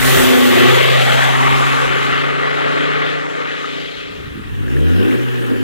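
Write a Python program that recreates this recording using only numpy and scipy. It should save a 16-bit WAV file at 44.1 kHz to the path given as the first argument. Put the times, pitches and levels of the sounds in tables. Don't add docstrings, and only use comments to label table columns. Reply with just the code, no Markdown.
import sys
import numpy as np
from scipy import signal
from scipy.io import wavfile
from scipy.ndimage import uniform_filter1d

SR = 44100
rng = np.random.default_rng(int(sys.argv[2]) if len(sys.argv) > 2 else 0)


def digitize_waveform(pressure):
    field = np.atleast_2d(pressure).T
    bounded = np.clip(field, -1, 1)
    quanta = np.round(bounded * 32767).astype(np.int16)
    wavfile.write(sys.argv[1], SR, quanta)


N = 248280
SIZE, HOP = 1024, 256
HZ = np.fft.rfftfreq(SIZE, 1 / SR)[:, None]
FRAME_S = np.arange(-(-N // HOP) + 1) * HOP / SR
S = np.arange(N) / SR

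# (frequency [Hz], left over right [dB])
ROAD_BALANCE = [(200, -2), (500, 3.5), (700, -5.5), (950, -2), (1250, 0), (1900, 9.5), (2500, -0.5),
                (3200, 5.5), (3900, 15.5), (5000, 2), (6500, -7), (9000, 0), (12000, -5.5), (15500, 1)]
# (frequency [Hz], left lead [rad], near likeness [0-1], far likeness [0-1])
HOUSING = [(164, -0.14, 0.96, 1), (305, 0.37, 0.4, 1), (408, 0.64, 0.92, 0.98), (563, -0.16, 1, 0.99),
           (688, 0.19, 1, 0.98), (776, 0.64, 0.92, 0.91), (970, -0.13, 1, 1), (1130, -0.04, 0.52, 0.9),
           (1220, 1.5, 0.85, 0.86), (1380, 0.32, 1, 0.82), (1620, 0.15, 1, 1), (1890, 1, 0.43, .82),
           (2290, -0.27, 0.1, 0.72), (2500, 0.4, 0.1, 1), (2900, 0.5, 0.092, 0.93), (3240, 1.2, .2, 0.92),
           (3650, 1.5, .2, 0.68), (4400, 1, 0.13, 0.099), (6100, 4.5, 0.1, 0.17), (15000, 5, 0.066, 0.074)]


def amp(db):
    return 10 ** (np.asarray(db) / 20)


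def unit_rms(x):
    return x / np.sqrt(np.mean(abs(x) ** 2) + 1e-20)


def colour(points, column=1):
    rows = np.array(points, float)
    return np.interp(np.log(HZ + 1), np.log(rows[:, 0] + 1), rows[:, column])


def curves(rows, x):
    knots, *columns = np.transpose(rows)
    return [np.interp(x, knots, c) for c in columns]


def stft(x):
    return signal.stft(x, nperseg=SIZE, noverlap=SIZE - HOP)[2]


def wander(count, rate_hz):
    steps = rng.standard_normal((count, int(S[-1] * rate_hz) + 3))
    return np.array([np.interp(S * rate_hz, np.arange(len(row)), row) for row in steps])


def rush(shape_db, level_db, patchy_db, flicker_db, grain_db=0):
    patches = rng.standard_normal((len(FRAME_S), len(HZ))).T
    patches = unit_rms(uniform_filter1d(uniform_filter1d(patches, size=10, axis=0), size=10, axis=1))
    flicker = unit_rms(uniform_filter1d(rng.standard_normal(len(FRAME_S)), size=5))
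    shape = amp(shape_db)
    shape = shape / np.sqrt(2 * (shape ** 2).sum(0) / 1.5)
    grainy = rng.standard_normal((2, N)) * amp(grain_db * wander(1, 350))
    white = np.array([unit_rms(stft(v)) for v in grainy])
    return white * shape * amp(level_db + patchy_db * patches + flicker_db * flicker)


def echo_comb(delay_ms, share, blur_hz):
    share = np.clip(share, 0, .9) / (1 + (HZ / blur_hz) ** 4)
    return (1 + share * np.exp(-2j * np.pi * HZ * delay_ms / 1000)) / np.sqrt(1 + share ** 2)


def microphone(tonal, noise, side_db, lag_ms, lead, likeness, close):
    # (frequency [Hz], half width [Hz], close gain [dB], far gain [dB])
    cavity = [(616, 31, -2, -2.5), (837, 94, -3.5, -9), (1115, 33, 8, 6), (1324, 193, -6, -4.5),
              (1925, 260, 10, 5), (2300, 146, -18, -2.5)]
    # (frequency [Hz], left over right [dB])
    bass_balance = [(60, -0.2), (90, 2.2), (135, 0.27), (300, 0)]
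    apart = 1 / (1 + (180 / (HZ + 1)) ** 4)
    same = 1 - apart * (1 - np.clip(likeness, 0, 1))
    left = tonal + noise[0]
    right = tonal + same * noise[0] + np.sqrt(1 - same ** 2) * noise[1]
    turn = -np.exp(-1j * apart * (2 * np.pi * HZ * lag_ms / 1000 + lead))
    cavity_db = sum((far + close * (near - far)) / (1 + ((HZ - hz) / width) ** 2)
                    for hz, width, near, far in cavity)
    tilt = amp(colour(bass_balance) / 2 + apart * side_db / 2)
    return np.array([left * tilt, right * turn * amp(cavity_db) / tilt])


def wind():
    # (time [s], level [dB])
    breeze = [(0.0, -29), (0.11, -33.5), (0.2, -26), (0.3, -36), (0.4, -50), (0.95, -50), (1.12, -44),
              (1.25, -36.5), (1.5, -35.5), (1.85, -43.5), (2.2, -44.5), (2.6, -52), (3.3, -65), (3.8, -51),
              (4.1, -37), (4.38, -33), (4.48, -33), (4.9, -32), (5.15, -37), (5.58, -44), (5.63, -48)]
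    # (frequency [Hz], density [dB])
    spectrum = [(15, -50), (30, -24), (45, -4), (80, -3), (150, -10), (300, -15), (600, -66)]
    # (time [s], level at the louder port [dB], frequency [Hz], left over right [dB])
    gusts = [(4.203, -31, 110, -8), (4.242, -23, 99, 20.5), (4.279, -22, 109, -14), (4.357, -17, 192, -11),
             (4.377, -16.5, 230, -19), (4.397, -16, 208, -11), (4.517, -25, 110, -10),
             (4.536, -22, 130, -8), (4.582, -23, 180, -8), (4.609, -20.5, 220, -10)]
    slaps = np.zeros((2, N))
    for s, db, hz, side_db in gusts:
        cycles = (S - s) * hz
        gains = amp(db + np.minimum(side_db * np.array([[1], [-1]]), 0))
        slaps += gains * np.exp(-(cycles / 0.49) ** 2) * np.sin(2 * np.pi * cycles + 1)
    rumble = rush(colour(spectrum), curves(breeze, FRAME_S)[0], patchy_db=1.8, flicker_db=1.2)
    return rumble + stft(slaps)


def taps():
    # (time [s], level [dB], pitch [Hz], decay by 60 dB [s], right port lag [ms])
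    hits = [(3.644, -10.5, 1250, 0.025, 0.13), (4.681, -20.5, 1640, 0.02, 0.25),
            (4.767, -17.5, 1750, 0.017, 0.36), (5.11, -16, 2110, 0.011, 0.31)]
    total = 0
    for s, db, hz, t60, lag_ms in hits:
        age = np.maximum(S - s, 0)
        attack = np.minimum(age / 0.00065, 1)
        tap = attack * amp(db - 60 * age / t60) * np.sin(2 * np.pi * hz * age)
        total += microphone(stft(tap), np.zeros(2), colour(ROAD_BALANCE), lag_ms, colour(HOUSING),
                            likeness=1, close=0)
    return total


def boom(hz, firings):
    # (frequency [Hz], level [dB])
    response = [(26, -34), (47, -29), (65, -17), (80, -11.5), (98, -13.5), (110, -24), (135, -15.5),
                (172, -22), (196, -16), (218, -46), (240, -56), (250, -52)]
    fade_db = 95 * np.minimum(S - 4.67, 0)
    first_db, second_db = (curves(response, k * hz)[0] + fade_db for k in (1, 2))
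    third_db = second_db - 3.5 - 40 * np.log10(1 + (hz / 70) ** 4)
    levels = enumerate([first_db, second_db, third_db], 1)
    return np.sqrt(2) * sum(amp(db) * np.cos(2 * np.pi * k * firings) for k, db in levels)


def pipe_rings(firings):
    # (level [dB], lateness [firings])
    cylinders = [(-1, 0.063), (3, 0.057), (2, -0.066), (-1, 0.034), (2.5, -0.016)]
    # (frequency [Hz], bandwidth [Hz], level [dB])
    modes = [(206, 17, -11), (258, 7.9, -1.5), (312.5, 13, -1.5), (366, 16, -6.5), (393, 15.6, -12),
             (457, 13, -8), (526, 21, -15), (616, 16, -31)]
    count = np.arange(int(firings[-1]) - 1)
    kick_db, late = np.array(cylinders)[count % len(cylinders)].T
    jitter, scatter = rng.standard_normal((len(count), 2)).T
    at = np.interp(count + 1 + late + 0.017 * jitter, firings, np.arange(N)).astype(int)
    kicks = np.zeros(N)
    kicks[at] = amp(kick_db + 2.5 * scatter)
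    throttle = np.clip(1 - (S - 5.14) / 0.056, 0.43, 1)
    swirl = 0.57 * rng.standard_normal(N)
    drive = throttle * unit_rms(kicks) + swirl
    t = np.arange(SR // 4) / SR
    ring = sum(amp(db) * np.exp(-np.pi * width * t) * np.sin(2 * np.pi * hz * t)
               for hz, width, db in modes)
    band = signal.butter(4, [175, 620], "band", fs=SR, output="sos")
    rings = signal.sosfilt(band, signal.oaconvolve(drive, ring)[:N])
    return rings / np.sqrt(uniform_filter1d(rings ** 2, size=SR // 10) + 1e-9)


def clatter_and_hiss(effort_db):
    # (frequency [Hz], density [dB])
    block = [(100, -5.5), (400, 9.5), (560, -12.5), (720, -3), (950, -2.5), (1150, -3), (1350, -1.5),
             (1560, 3.5), (1750, -3), (2000, -9), (2400, -1), (2900, -6), (3300, -12.5), (3900, -19),
             (5000, -33), (7000, -31.5)]
    # (frequency [Hz], density [dB])
    gas = [(2000, -9), (4500, -0.5), (6500, -3), (9000, -4), (12000, -6), (14000, -14), (16000, -21)]
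    clatter = rush(colour(block), effort_db, patchy_db=1.4, flicker_db=0.79, grain_db=1.3)
    return clatter + rush(colour(gas), -28 + 0.72 * effort_db, patchy_db=3, flicker_db=0.74)


def standing_car():
    # (time [s], firing rate [Hz], clatter level [dB], pipe level [dB])
    rev = [(4.1, 26, -40, -47), (4.27, 25.89, -36.5, -52), (4.36, 32.48, -36.5, -30.5),
           (4.44, 40.2, -36, -51), (4.54, 42.43, -34, -37), (4.68, 55.34, -30.5, -23),
           (4.84, 76.63, -27, -18.5), (4.96, 91.8, -24, -17), (5.02, 101.1, -24, -15),
           (5.08, 108.6, -22, -14), (5.18, 123, -24.5, -14), (5.26, 124.7, -26, -24),
           (5.32, 123.2, -25, -27), (5.4, 121.2, -25, -20), (5.46, 118.6, -26.5, -25),
           (5.51, 114.9, -25.5, -15), (5.56, 111.2, -27, -16), (5.63, 107, -28.5, -19.5)]
    # (frequency [Hz], left over right [dB])
    balance = [(200, -3), (500, 4), (700, -3), (950, -1), (1250, 2.5), (1900, 2.5), (2500, -4),
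               (3200, 10.5), (3900, 11.5), (5000, 2), (6500, 0.5), (9000, 1), (12000, -7.5), (15500, -10)]
    # (frequency [Hz], left lead [rad], likeness [0-1])
    housing = [(161, 0.5, 1), (292.4, 0, 0.88), (391, 1, 0.95), (560, 0.25, 0.65), (794, 0.24, 0.83),
               (1270, -0.36, 0.76), (1580, 0, 0.68), (1900, 1.4, 0.62), (2320, -0.1, 0.8),
               (2820, 0.4, 0.35), (3280, 2.5, 0.3), (4300, 1, 0.15), (6000, 4, 0), (15030, 1, .05)]
    start_s = rev[0][0]
    hz, _, pipe_db = curves(rev, S)
    firings = np.cumsum(hz) / SR
    engine = stft(boom(hz, firings) + amp(pipe_db) * pipe_rings(firings))
    echo_ms = 2.19 + 5.6 * np.exp(-np.maximum(FRAME_S - start_s, 0) / 0.373)
    noise = clatter_and_hiss(curves(rev, FRAME_S)[1]) * echo_comb(echo_ms, share=0.18, blur_hz=2520)
    heard = microphone(engine, noise, colour(balance), lag_ms=0.023, lead=colour(housing),
                       likeness=colour(housing, column=2), close=1)
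    return heard * (FRAME_S > start_s)


def firing_drone(cycle, tone_db, octave_db, twelfth_db):
    tone = np.sqrt(2) * amp(tone_db + .4 * wander(1, 25)[0]) * np.sin(5 * cycle)
    rough = np.clip(S - .3, .3, 1)
    octave = np.sqrt(2) * amp(octave_db + 2.8 * rough * wander(1, 12)[0])
    octave *= np.sin(10 * cycle + .4 * rough * wander(1, 25)[0])
    twelfth = amp(twelfth_db + 1.5 * wander(1, 15)[0]) * np.sin(15 * cycle)
    return tone + octave + twelfth


def exhaust_growl(cycle):
    orders = [3, 4, 6, 7, 8, 9, 11, 12, 13, 14, 16, 17, 18, 19, 20, 21, 22, 23, 24]
    # (near level [dB], far level [dB])
    levels = [(-20, -27), (-7, -15), (-4, -5), (-19, -16), (-15, -15), (-6, -3), (-5, -5.5), (-15, -10),
              (-14, -17), (-1.7, 1.2), (-5, -3), (-12, -5), (-5.5, -1.5), (-3, -6.5), (-3, 0), (-6.5, -15),
              (-13, -7), (-9, -10), (-6, -4)]
    order = np.array(orders)[:, None]
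    near_db, far_db = np.transpose(levels)[..., None]
    db = far_db + (near_db - far_db) * np.clip((1.1 - S) / .4, 0, 1)
    swell, drift = wander(len(orders), 9.7), wander(len(orders), 12)
    phase = order * cycle + 2 * np.pi * rng.random(order.shape) + .3 * drift
    return unit_rms((amp(db + 1.8 * swell) * np.sin(phase)).sum(0))


def wet_tyres(metres, fence_echo):
    # (time [s], roar level [dB], brightness [dB], spray level [dB])
    road = [(0.0, -16, 3.5, -23), (0.1, -14.5, 7, -20), (0.22, -14, 5, -21.5), (0.35, -14.5, 1, -25.5),
            (0.48, -16, 5.5, -26), (0.62, -12, 4, -27.5), (0.9, -14, 4.5, -30), (1.2, -12, -1.5, -28.5),
            (1.38, -12.5, -6, -32), (1.6, -13.5, -5, -30), (1.95, -14.5, -6, -34),
            (2.06, -17.5, -1.5, -34.5), (2.18, -15.5, -1, -36.5), (2.35, -17, -6.5, -40.5),
            (2.75, -17, -4.5, -37), (3.0, -17.5, -3.5, -41), (3.1, -19, 1, -38.5), (3.19, -20.5, -5, -39.5),
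            (3.28, -22, -12, -39), (3.42, -22, -5, -40), (3.5, -22, -1, -41.5), (3.66, -25.5, 1.5, -38.5),
            (3.75, -27, 8, -39), (3.98, -29.5, 10.5, -42.5), (4.15, -33.5, 5.5, -46), (4.5, -37.5, -1, -59)]
    # (frequency [Hz], density [dB])
    tread = [(40, -42), (80, -20), (120, -10), (190, -14), (250, -14), (380, -8.5), (500, 2), (620, 0),
             (780, -2), (950, -1.5), (1030, -6), (1120, -1), (1250, -3.5), (1500, -3), (1800, -8),
             (2250, -4), (2700, -9), (3200, -10), (3900, -19), (5000, -26.5), (7000, -48)]
    # (frequency [Hz], density [dB])
    droplets = [(2000, -1), (4000, -7), (6500, -1), (8300, -1.5), (8800, -7), (10000, -2), (12000, -1),
                (15000, -0.5), (16000, -18)]
    roar_db, bright_db, spray_db = curves(road, FRAME_S)
    tread_db = colour(tread) + bright_db / (1 + (2400 / (HZ + 1)) ** 4)
    air_db = -.14 * (HZ / 6540) ** 2 * np.minimum(metres, 55)
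    roar = rush(tread_db, roar_db, patchy_db=1.2, flicker_db=.25, grain_db=1.35)
    spray = rush(colour(droplets) + air_db, spray_db, patchy_db=1.5, flicker_db=.8)
    return roar * fence_echo + spray


def passing_car():
    # (time [s], firing rate [Hz], tone [dB], octave [dB], twelfth [dB], growl [dB])
    run = [(0.0, 128.1, -19, -22, -29, -23), (0.07, 130.1, -15, -17, -20.5, -26),
           (0.125, 130.1, -12.5, -29, -20, -13), (0.19, 130.5, -16, -16, -14.5, -14),
           (0.24, 126.5, -26, -11, -19, -13), (0.28, 127.8, -19, -12, -14, -17),
           (0.36, 127.4, -34, -11.5, -19, -10.5), (0.45, 125, -26, -10.5, -19.5, -14.5),
           (0.56, 124.8, -22, -17, -13.5, -10.5), (0.61, 123.7, -16, -17, -12.5, -10.5),
           (0.645, 123.9, -18, -10, -11, -9), (0.69, 125.8, -12, -20, -14, -13),
           (0.74, 126.1, -13.5, -29, -15.5, -12), (0.83, 128.6, -17.5, -38, -24, -14),
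           (0.92, 127.8, -13.5, -33, -26, -15.5), (1.05, 126.4, -14.5, -28, -35, -18),
           (1.3, 129.7, -16, -24, -27, -21.5), (1.55, 132.8, -15, -22.5, -23.5, -24),
           (1.76, 134, -20, -28.5, -29, -29), (2.0, 136, -22, -28.5, -24.5, -22),
           (2.33, 138.9, -22.5, -31.5, -30, -23), (2.5, 140.9, -25.5, -34, -24.5, -26),
           (2.8, 143.2, -24, -23.5, -24, -19.5), (3.0, 145.7, -23, -29, -21.5, -23),
           (3.3, 147.1, -31, -31.5, -32.5, -25.5), (3.68, 143, -37, -37.5, -33, -28),
           (3.77, 142.3, -32, -31, -35, -23), (3.95, 145, -39, -35.5, -39, -30),
           (4.2, 144, -43, -38.5, -33, -31), (4.5, 142.7, -50, -39, -50, -59)]
    # (time [s], delay [ms], share of the direct sound [0-1])
    fence = [(0, 9.4, 0.52), (.3, 4.3, 0.52), (.55, 3.2, 0.39), (.8, 1.99, 0.55), (1.0, 1.5, 0.55),
             (1.2, 1.22, 0.56), (1.4, 0.97, 0.58), (1.8, 0.76, 0.47), (2.1, 0.68, 0.38), (2.5, 0.68, 0.26),
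             (3.1, 0.68, 0.31), (3.6, 0.62, 0.44), (3.75, 0.77, 0.28), (4.5, 0.7, 0.47)]
    # (frequency [Hz], left over right [dB])
    abreast_balance = [(200, 0), (500, 1.5), (700, -3), (950, 1), (1250, -2), (1900, 1.5), (2500, -3.5),
                       (3200, 8), (3900, 13.5), (5000, 3.5), (6500, -4), (9000, -7.5), (12000, -1),
                       (15500, -12)]
    hz, tone_db, octave_db, twelfth_db, growl_db = curves(run, S)
    cycle = 2 * np.pi * np.cumsum(hz) / SR / 5
    metres = np.hypot(4, 18 * (FRAME_S - .15))
    echo = echo_comb(*curves(fence, FRAME_S), blur_hz=1630)
    drone = stft(firing_drone(cycle, tone_db, octave_db, twelfth_db))
    growl = stft(amp(growl_db - 1.4) * exhaust_growl(cycle)) * echo
    tyres = wet_tyres(metres, echo)
    abreast = np.clip(8.1 / metres, 0, 1)
    side_db = abreast * colour(abreast_balance) + (1 - abreast) * colour(ROAD_BALANCE)
    near = np.exp(-metres / 15.4)
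    likeness = near * colour(HOUSING, column=2) + (1 - near) * colour(HOUSING, column=3)
    lag_ms = 0.054 + 0.11 * np.exp(-FRAME_S / 1.25)
    heard = microphone(drone + growl, tyres, side_db, lag_ms, colour(HOUSING), likeness, close=abreast)
    return heard * (FRAME_S < 4.5)


def scene():
    total = passing_car() + standing_car() + wind() + taps()
    return signal.istft(total, nperseg=SIZE, noverlap=SIZE - HOP)[1][:, :N]


def record(dry):
    clipped = np.clip(dry, -1.15, 1.15)
    low_cut = signal.butter(1, 20, "high", fs=SR, output="sos")
    high_cut = signal.firwin(511, 16050, window=("kaiser", 9), fs=SR)
    return signal.oaconvolve(signal.sosfilt(low_cut, clipped), high_cut[None], "same")


dry = scene()
out = record(dry)
digitize_waveform(out)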